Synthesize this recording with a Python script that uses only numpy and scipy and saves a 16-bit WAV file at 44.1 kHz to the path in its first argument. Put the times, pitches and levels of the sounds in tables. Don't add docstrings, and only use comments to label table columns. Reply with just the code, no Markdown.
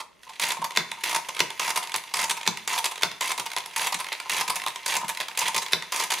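import sys
import numpy as np
from scipy import signal
from scipy.fft import rfft, irfft
from scipy.io import wavfile
from scipy.ndimage import uniform_filter1d

SR = 44100
rng = np.random.default_rng(int(sys.argv[2]) if len(sys.argv) > 2 else 0)


def to_linear_factor(level_db):
    exponent = np.asarray(level_db, float) / 20
    return 10 ** exponent


def wav_record(signal):
    frames = np.transpose(np.atleast_2d(signal))
    bounded = np.clip(frames, -1, 1)
    quanta = np.round(bounded * 32767).astype(np.int16)
    wavfile.write(sys.argv[1], SR, quanta)


N = 273420
SPLIT_HZ = 4800

# (frequency [Hz], level [dB], t60 [s])
COVER = [(660, -34, 0.046), (728.6, -16.5, 0.13), (899, -7, 0.053), (919, -8, 0.1), (959, -6, 0.066),
         (1008, -8, 0.054), (1037.6, -2, 0.048), (1244, -6.5, 0.031), (1310, -15.5, 0.012)]
# (frequency [Hz], level [dB], t60 [s])
TABLE = [(150, -5, 0.093), (173.8, 0.5, 0.13), (206, -2.5, 0.072), (243, -13, 0.087), (346, -4.5, 0.077)]
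# (frequency [Hz], level [dB], t60 [s])
CARRIAGE = [(420, -23.5, 0.028), (644, -22, 0.041), (1120, -8.5, 0.0066), (1570, -6.5, 0.0052),
            (2200, -9.5, 0.0083), (3520, -7.5, 0.013), (4120, 1, 0.0026), (6200, -3.5, 0.0024)]
# (frequency [Hz], level [dB], t60 [s])
WHEEL = [(2140, -2, 0.029), (2307, 0, 0.034), (2420, -0.5, 0.011)]
# (frequency [Hz], density [dB per Hz])
STEEL = [(880, -36), (1500, -10), (1880, -5), (2270, 0.5), (3150, -5), (3590, 0.5), (5660, -13.5),
         (6430, -7.5), (8320, -12), (10700, -9), (14900, -33), (16000, -30)]
# (frequency [Hz], density [dB per Hz])
HUSH = [(24, -48), (40, -5.5), (630, -3.5), (831, -41), (1040, -11), (10200, -34), (16000, -38)]
# (frequency [Hz], left minus right [dB])
LEAN = [(60, 0), (180, 4), (550, 2.5), (1650, -4.5), (4970, -2), (15000, 5.5)]
# (frequency [Hz], near t60 [s], far t60 [s])
ROOM = [(196, 0.18, 0.78), (780, 0.19, 0.68), (2470, 0.089, 0.56), (11900, 0.14, 0.41)]

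# (time [s], level [dB])
RUB = [
    (0, -82),
    (.215, -62),
    (.235, -53),
    (.39, -54.5),
    (1.3, -47.5),
    (2.9, -53.5),
    (4.3, -48.5),
    (5.9, -50),
    (6.2, -38),
]
# (time [s], gears [dB], cover [dB], grind [dB])
ENTRIES = [(.396, -19.5, -27, -35), (1.036, -18, -27, -35.5), (1.595, -17.5, -18, -36),
           (2.138, -17, -19.5, -37), (2.675, -18, -21.5, -35.5), (3.208, -19, -18.5, -36.5),
           (3.761, -18.5, -21, -34), (4.295, -18, -32, -33), (4.860, -19, -23.5, -32.5),
           (5.373, -18.5, -22.5, -35), (5.921, -20, -20, -35)]
# (time [s], gears [dB], cover [dB])
EXITS = [(.516, -20.5, -27), (1.160, -19, -18.5), (1.702, -21.5, -24), (2.239, -20.5, -26),
         (2.786, -21, -22), (3.315, -20.5, -21), (3.869, -21, -23), (4.409, -17.5, -18),
         (4.965, -20.5, -17), (5.480, -19, -19.5), (6.036, -21.5, -22)]
# (share of the mesh [0-1], gears [dB], cover [dB], springs [dB])
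TEETH = [
    (.155, -25.5, -26.5, -26),
    (.31, -24.5, -31, -28.5),
    (.46, -25.5, -25.5, -27.5),
    (.61, -25, -32, -28.5),
    (.76, -27, -24, -28),
    (.89, -21.5, -22.5, -27.5),
]
# (time [s], gears [dB], cover [dB])
FLIPS = [(.422, -19, -40), (.435, -15.5, -40), (1.145, -18.5, -26), (2.190, -19, -16), (2.731, -31, -22),
         (3.219, -24.5, -34), (3.814, -21, -20), (4.366, -23, -35), (4.922, -24, -34), (5.414, -21, -23),
         (5.997, -18.5, -18.5)]
# (time [s], gears [dB], cover [dB])
CARRIES = [(.568, -36, -24.5), (.617, -31, -16), (.642, -20, -24), (1.286, -23, -23), (1.747, -34, -27),
           (1.758, -19, -19), (1.772, -19, -18), (2.279, -33, -25), (2.295, -17.5, -30),
           (2.308, -15.5, -21), (2.827, -34, -34), (2.841, -16.5, -18.5), (2.855, -16, -26),
           (3.377, -22.5, -24.5), (3.395, -20, -20.5), (3.923, -21.5, -21.5), (3.942, -19.5, -24),
           (4.478, -22, -27.5), (4.497, -17.5, -19.5), (4.514, -42, -30), (5.011, -36, -21.5),
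           (5.030, -46, -22.5), (5.043, -33.5, -32), (5.530, -35, -34), (5.544, -20, -18),
           (5.561, -16, -22.5), (5.577, -17, -25), (6.102, -18.5, -23.5), (6.118, -15, -23.5),
           (6.135, -19.5, -27.5)]
# (time [s], gears [dB], cover [dB])
RESETS = [(0, -28.5, -26), (.290, -36.5, -28.5), (1.825, -24.5, -28), (2.367, -25.5, -28.5),
          (2.911, -26, -24), (3.457, -23.5, -24), (3.987, -28, -35), (3.998, -24, -24), (4.545, -31, -48),
          (4.556, -21, -22), (5.080, -25, -45), (5.090, -19.5, -20.5), (5.618, -23.5, -28),
          (6.183, -25.5, -34)]
# (time [s], gears [dB], cover [dB])
SLACK = [(.267, -57, -39), (.312, -58, -51), (.333, -37, -64), (.355, -35.5, -58), (.971, -46, -30.5),
         (.987, -44, -51.5), (1.008, -31, -46), (1.575, -33, -58), (2.071, -37, -44), (2.110, -36, -38),
         (2.624, -39, -52), (2.647, -40, -54), (3.160, -45, -55), (3.184, -54, -48), (3.635, -34, -45),
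         (3.709, -33, -47), (3.733, -33, -51), (4.257, -35, -24.5), (4.272, -43, -54), (4.829, -34, -48),
         (5.311, -33, -35), (5.348, -32.5, -44), (5.869, -45, -53), (5.891, -51, -58)]
# (time [s], level [dB])
LEVERS = [(.232, -39.5), (.706, -27.5), (.718, -34), (.824, -36.5), (1.246, -43), (1.348, -28.5),
          (1.366, -25), (1.872, -28.5), (1.894, -30), (1.918, -26), (2.412, -27), (2.431, -28.5),
          (2.957, -27.5), (2.977, -26.5), (2.993, -39), (3.501, -31), (3.516, -26), (3.533, -28),
          (4.043, -26.5), (4.066, -26), (4.086, -26.5), (4.598, -28), (4.617, -25), (4.637, -26),
          (5.148, -27.5), (5.172, -23.5), (5.648, -43), (5.662, -24.5), (5.683, -29.5)]
# (time [s], level [dB])
PAWLS = [
    (.915, -22),
    (1.503, -23.5),
    (2.037, -33),
    (2.572, -25.5),
    (3.114, -27.5),
    (3.659, -25.5),
    (4.200, -23.5),
    (4.758, -25),
    (5.283, -24.5),
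    (5.822, -25.5),
]
# (time [s], level [dB])
SLAMS = [
    (.772, -7),
    (1.403, -6),
    (2.475, -7.5),
    (3.032, -7),
    (5.732, -7.5),
]
# (time from the blow [s], gears [dB], cover [dB], springs [dB], chatter [s]), relative
JUMP = [
    (0, -4.5, -13, -11, .004),
    (-.012, -12, -28, -19, .010),
    (-.022, -24, -26, -34, .006),
]
# (time [s], level [dB], pace [ratio], cover and springs rattle [dB])
LATCHES = [
    (1.941, -19.5, 1., 1.5),
    (3.564, -20.5, 0.99, 0.5),
    (4.119, -20.5, 0.76, -14.5),
    (4.663, -20, 0.99, -1.5),
    (5.201, -19, .7, -5),
]
# (delay [s], gears [dB], cover [dB], springs [dB], share of the rattle [ratio])
HOLD = [
    (0, 0, 3, -4, 1),
    (.010, 0, -22, -14, -.6),
    (.019, -3, -16, -5, 1.6),
    (.040, -8, -28, -24, 0),
]
# (time [s], level [dB])
THUDS = [(0.588, -28.5), (0.774, -21), (1.406, -22), (2.476, -27), (3.037, -29), (3.384, -35), (3.936, -33),
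         (4.481, -32.5), (5.026, -29), (5.549, -35), (5.734, -29)]


def at_hz(points, hz, column=1):
    points = np.array(points)
    return np.interp(np.log(hz), np.log(points[:, 0]), points[:, column])


def shaped(x, points):
    hz = np.maximum(np.fft.rfftfreq(x.shape[-1], 1 / SR), 1)
    x = irfft(rfft(x) * to_linear_factor(at_hz(points, hz)), x.shape[-1])
    return x / np.sqrt(np.mean(x ** 2))


def butter(x, order, hz, kind):
    return signal.sosfilt(signal.butter(order, hz, kind, fs=SR, output="sos"), x)


def ring(force, hz, t60):
    radius = to_linear_factor(-60 / (t60 * SR))
    angle = 2 * np.pi * hz / SR
    return signal.lfilter([0, np.sin(angle)], [1, -2 * radius * np.cos(angle), radius * radius], force + 1e-18)


def contacts():
    def struck(rows, springs_db, chatter_s):
        return [(s, gears, cover, gears + springs_db, chatter_s) for s, gears, cover, *_ in rows]

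    def snapped(rows, cover_db, springs_db):
        return [(s, db, db + cover_db, db + springs_db, .0045) for s, db in rows]

    sliding = []
    luck = rng.standard_normal((len(ENTRIES), len(TEETH), 4))
    for (start, *_), (end, *_), turn in zip(ENTRIES, EXITS, luck):
        for (share, *levels), z in zip(TEETH, turn):
            s = start + (end - start) * (share + .02 * z[0])
            sliding.append((s, *(levels + 2.5 * z[1:]), .009))
    sliding += struck(EXITS, 0, .009) + struck(FLIPS, -4, .009)

    rest = struck(ENTRIES, -2, .008) + struck(SLACK, -11, .011)
    rest += struck(CARRIES, -2.5, .011) + struck(RESETS, -2.5, .017)
    rest += snapped(LEVERS, -6.5, -8) + snapped(PAWLS, -5, -7)
    for s, db in SLAMS:
        for late, *levels, chatter_s in JUMP:
            rest.append((s + late, *(db + np.array(levels)), chatter_s))
    for s, db, pace, rattle_db in LATCHES:
        for late, gears, cover, springs, share in HOLD:
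            rattle = rattle_db * share
            rest.append((s + pace * late, db + gears, db + cover + rattle, db + springs + rattle, .0045))
    rows = sliding + rest
    return np.transpose(rows), np.arange(len(rows)) < len(sliding)


def chatter(times, spread_s, count):
    late = rng.random((len(times), count))
    size = late ** 0.5 * to_linear_factor(-16 * late)
    at = np.clip(((times[:, None] + late * spread_s) * SR).astype(int), 0, N - 1)
    return at, size / np.linalg.norm(size, axis=1, keepdims=True)


def friction():
    t = np.arange(N) / SR
    level = to_linear_factor(np.interp(t, *np.transpose(RUB)))
    for (start, *_, grind_db), (end, *_) in zip(ENTRIES, EXITS):
        meshed = (t > start + .004) & (t < end + .008)
        level = level + to_linear_factor(grind_db) * meshed
    return signal.lfilter([.006], [1, -.994], level)


def grit(per_s, uneven_db):
    hits = (rng.random(N) < per_s / SR) * rng.choice([-1, 1], N)
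    hits = hits * to_linear_factor(uneven_db * np.minimum(rng.exponential(1, N), 4))
    return hits / np.sqrt(np.mean(hits ** 2))


def strike(modes, times, levels_db, spread_s, vary_db, rub, width_db):
    out = np.zeros((2, N))
    at, size = chatter(times, spread_s, count=24)
    for hz, mode_db, t60 in modes:
        force = np.roll(rub, rng.integers(0, 90))
        strength = to_linear_factor(levels_db + vary_db * rng.standard_normal(len(times)))
        swarm = size * rng.standard_normal(size.shape)
        luck = np.abs(np.sum(swarm * np.exp(2j * np.pi * hz * at / SR), axis=1))
        strength = strength / np.sqrt(0.25 + 1.017 * luck ** 2)
        np.add.at(force, at, swarm * strength[:, None])
        lean_db = at_hz(LEAN, hz) + np.clip(width_db, 0, 4) * rng.standard_normal()
        out += ring(force, hz, t60) * to_linear_factor(mode_db + np.array([[.5], [-.5]]) * lean_db)
    return out


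def steel_modes(low_hz, high_hz, cycles, count):
    hz = np.geomspace(low_hz, high_hz, count) * (1 + 0.0096 * rng.standard_normal(count))
    level_db = at_hz(STEEL, hz) + 10 * np.log10(hz)
    level_db -= 10 * np.log10(np.sum(to_linear_factor(level_db) ** 2))
    return zip(hz, level_db, cycles / hz * rng.uniform(1.0, 1.18, count))


def machine():
    (times, gears_db, cover_db, springs_db, lasting), sliding = contacts()
    lasting, drag = lasting[:, None], friction()
    gears = strike(steel_modes(1538, SPLIT_HZ, cycles=22.5, count=26), times, gears_db + 5.5, lasting,
                   vary_db=1.0, rub=to_linear_factor(-15) * drag * grit(per_s=1200, uneven_db=7), width_db=1.0)
    cover = strike(COVER, times, cover_db - 4.5, 0.9146 * lasting,
                   vary_db=2.5, rub=to_linear_factor(-29) * drag * grit(per_s=1200, uneven_db=3.0), width_db=3.0)
    springs = strike(steel_modes(SPLIT_HZ, 16000, cycles=21.1, count=30), times, springs_db + 9.5, .9 * lasting,
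                     vary_db=3.5, rub=to_linear_factor(-11.5) * drag * grit(per_s=4900, uneven_db=6), width_db=3.0)
    wheel = strike(WHEEL, times[sliding], gears_db[sliding] - 14.5, spread_s=0.0076,
                   vary_db=4.0, rub=to_linear_factor(-23.5) * drag * grit(per_s=1100, uneven_db=5.0), width_db=-5.0)
    return butter(gears + cover + springs + wheel, 4, 380, "high")


def room(x, near_db, far_db):
    t, edges, tail = np.arange(SR // 2) / SR, np.geomspace(90, 17000, 9), 0
    onset = 1 - np.exp(-t / 0.0044)
    for low, high in zip(edges, edges[1:]):
        band = butter(rng.standard_normal((3, 3, len(t))), 2, [low, high], "band")
        hz = np.sqrt(low * high)
        alike = np.clip(0.95 - 0.14 * np.abs(np.log2(hz / 1600)), 0, .95)
        near = to_linear_factor(near_db - 60 * t / at_hz(ROOM, hz, column=1))
        far = to_linear_factor(far_db - 60 * t / at_hz(ROOM, hz, column=2))
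        ears = alike * band[:, 2:] + np.sqrt(1 - alike ** 2) * band[:, :2]
        tail = tail + onset * (near + far) * ears
    spot = np.repeat(rng.integers(0, 3, N // 800 + 1), 800)[:N]
    out = 0
    for k, echo in enumerate(tail):
        share = uniform_filter1d(1. * (spot == k), size=200)
        out = out + signal.oaconvolve((share * x.mean(0))[None], echo, axes=1)[:, :N]
    return out


def room_hush():
    return to_linear_factor(-64) * shaped(rng.standard_normal((2, N)), HUSH)


def stand_shiver(push):
    rumble = shaped(rng.standard_normal((2, N)), [(20, 10.0), (110, -20.0), (200, -21.5)])
    return (to_linear_factor(-88) + to_linear_factor(-40) * push) * rumble


def table(push):
    times, blow_db = np.transpose(THUDS)
    shake = to_linear_factor(-55) * push * grit(per_s=490, uneven_db=4.5)
    thump = strike(TABLE, times, blow_db - 9.5, spread_s=0.02, vary_db=2.5, rub=shake, width_db=5.5)
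    return butter(thump, 4, [125, 600], "band")


def carriage():
    times, blow_db = np.transpose(SLAMS)
    force = np.zeros(N)
    force[((times + .001) * SR).astype(int)] = to_linear_factor(blow_db + 4)
    force[((times + .0026) * SR).astype(int)] = -to_linear_factor(blow_db - 4)
    force = butter(force, 2, 300, "high")
    out = np.zeros(N)
    for k, (hz, mode_db, t60) in enumerate(CARRIAGE):
        out += (-1) ** k * to_linear_factor(mode_db) * ring(force, hz, t60)
    return out


def scene():
    metal = machine() + carriage() * to_linear_factor([[-.4], [.4]])
    push = uniform_filter1d(np.abs(metal.mean(0)), size=600)
    near = metal + table(push)
    return near + room(near, near_db=-33.5, far_db=-43) + room_hush() + stand_shiver(push)


def roll_off(x):
    return signal.sosfilt(signal.butter(12, 16630, fs=SR, output="sos"), x)


def record(dry):
    rounded = .95 * np.tanh(dry / .95)
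    mix = signal.sosfilt(signal.cheby2(10, 50, 16600, fs=SR, output="sos"), rounded)
    return roll_off(mix)


dry = scene()
out = record(dry)
wav_record(out)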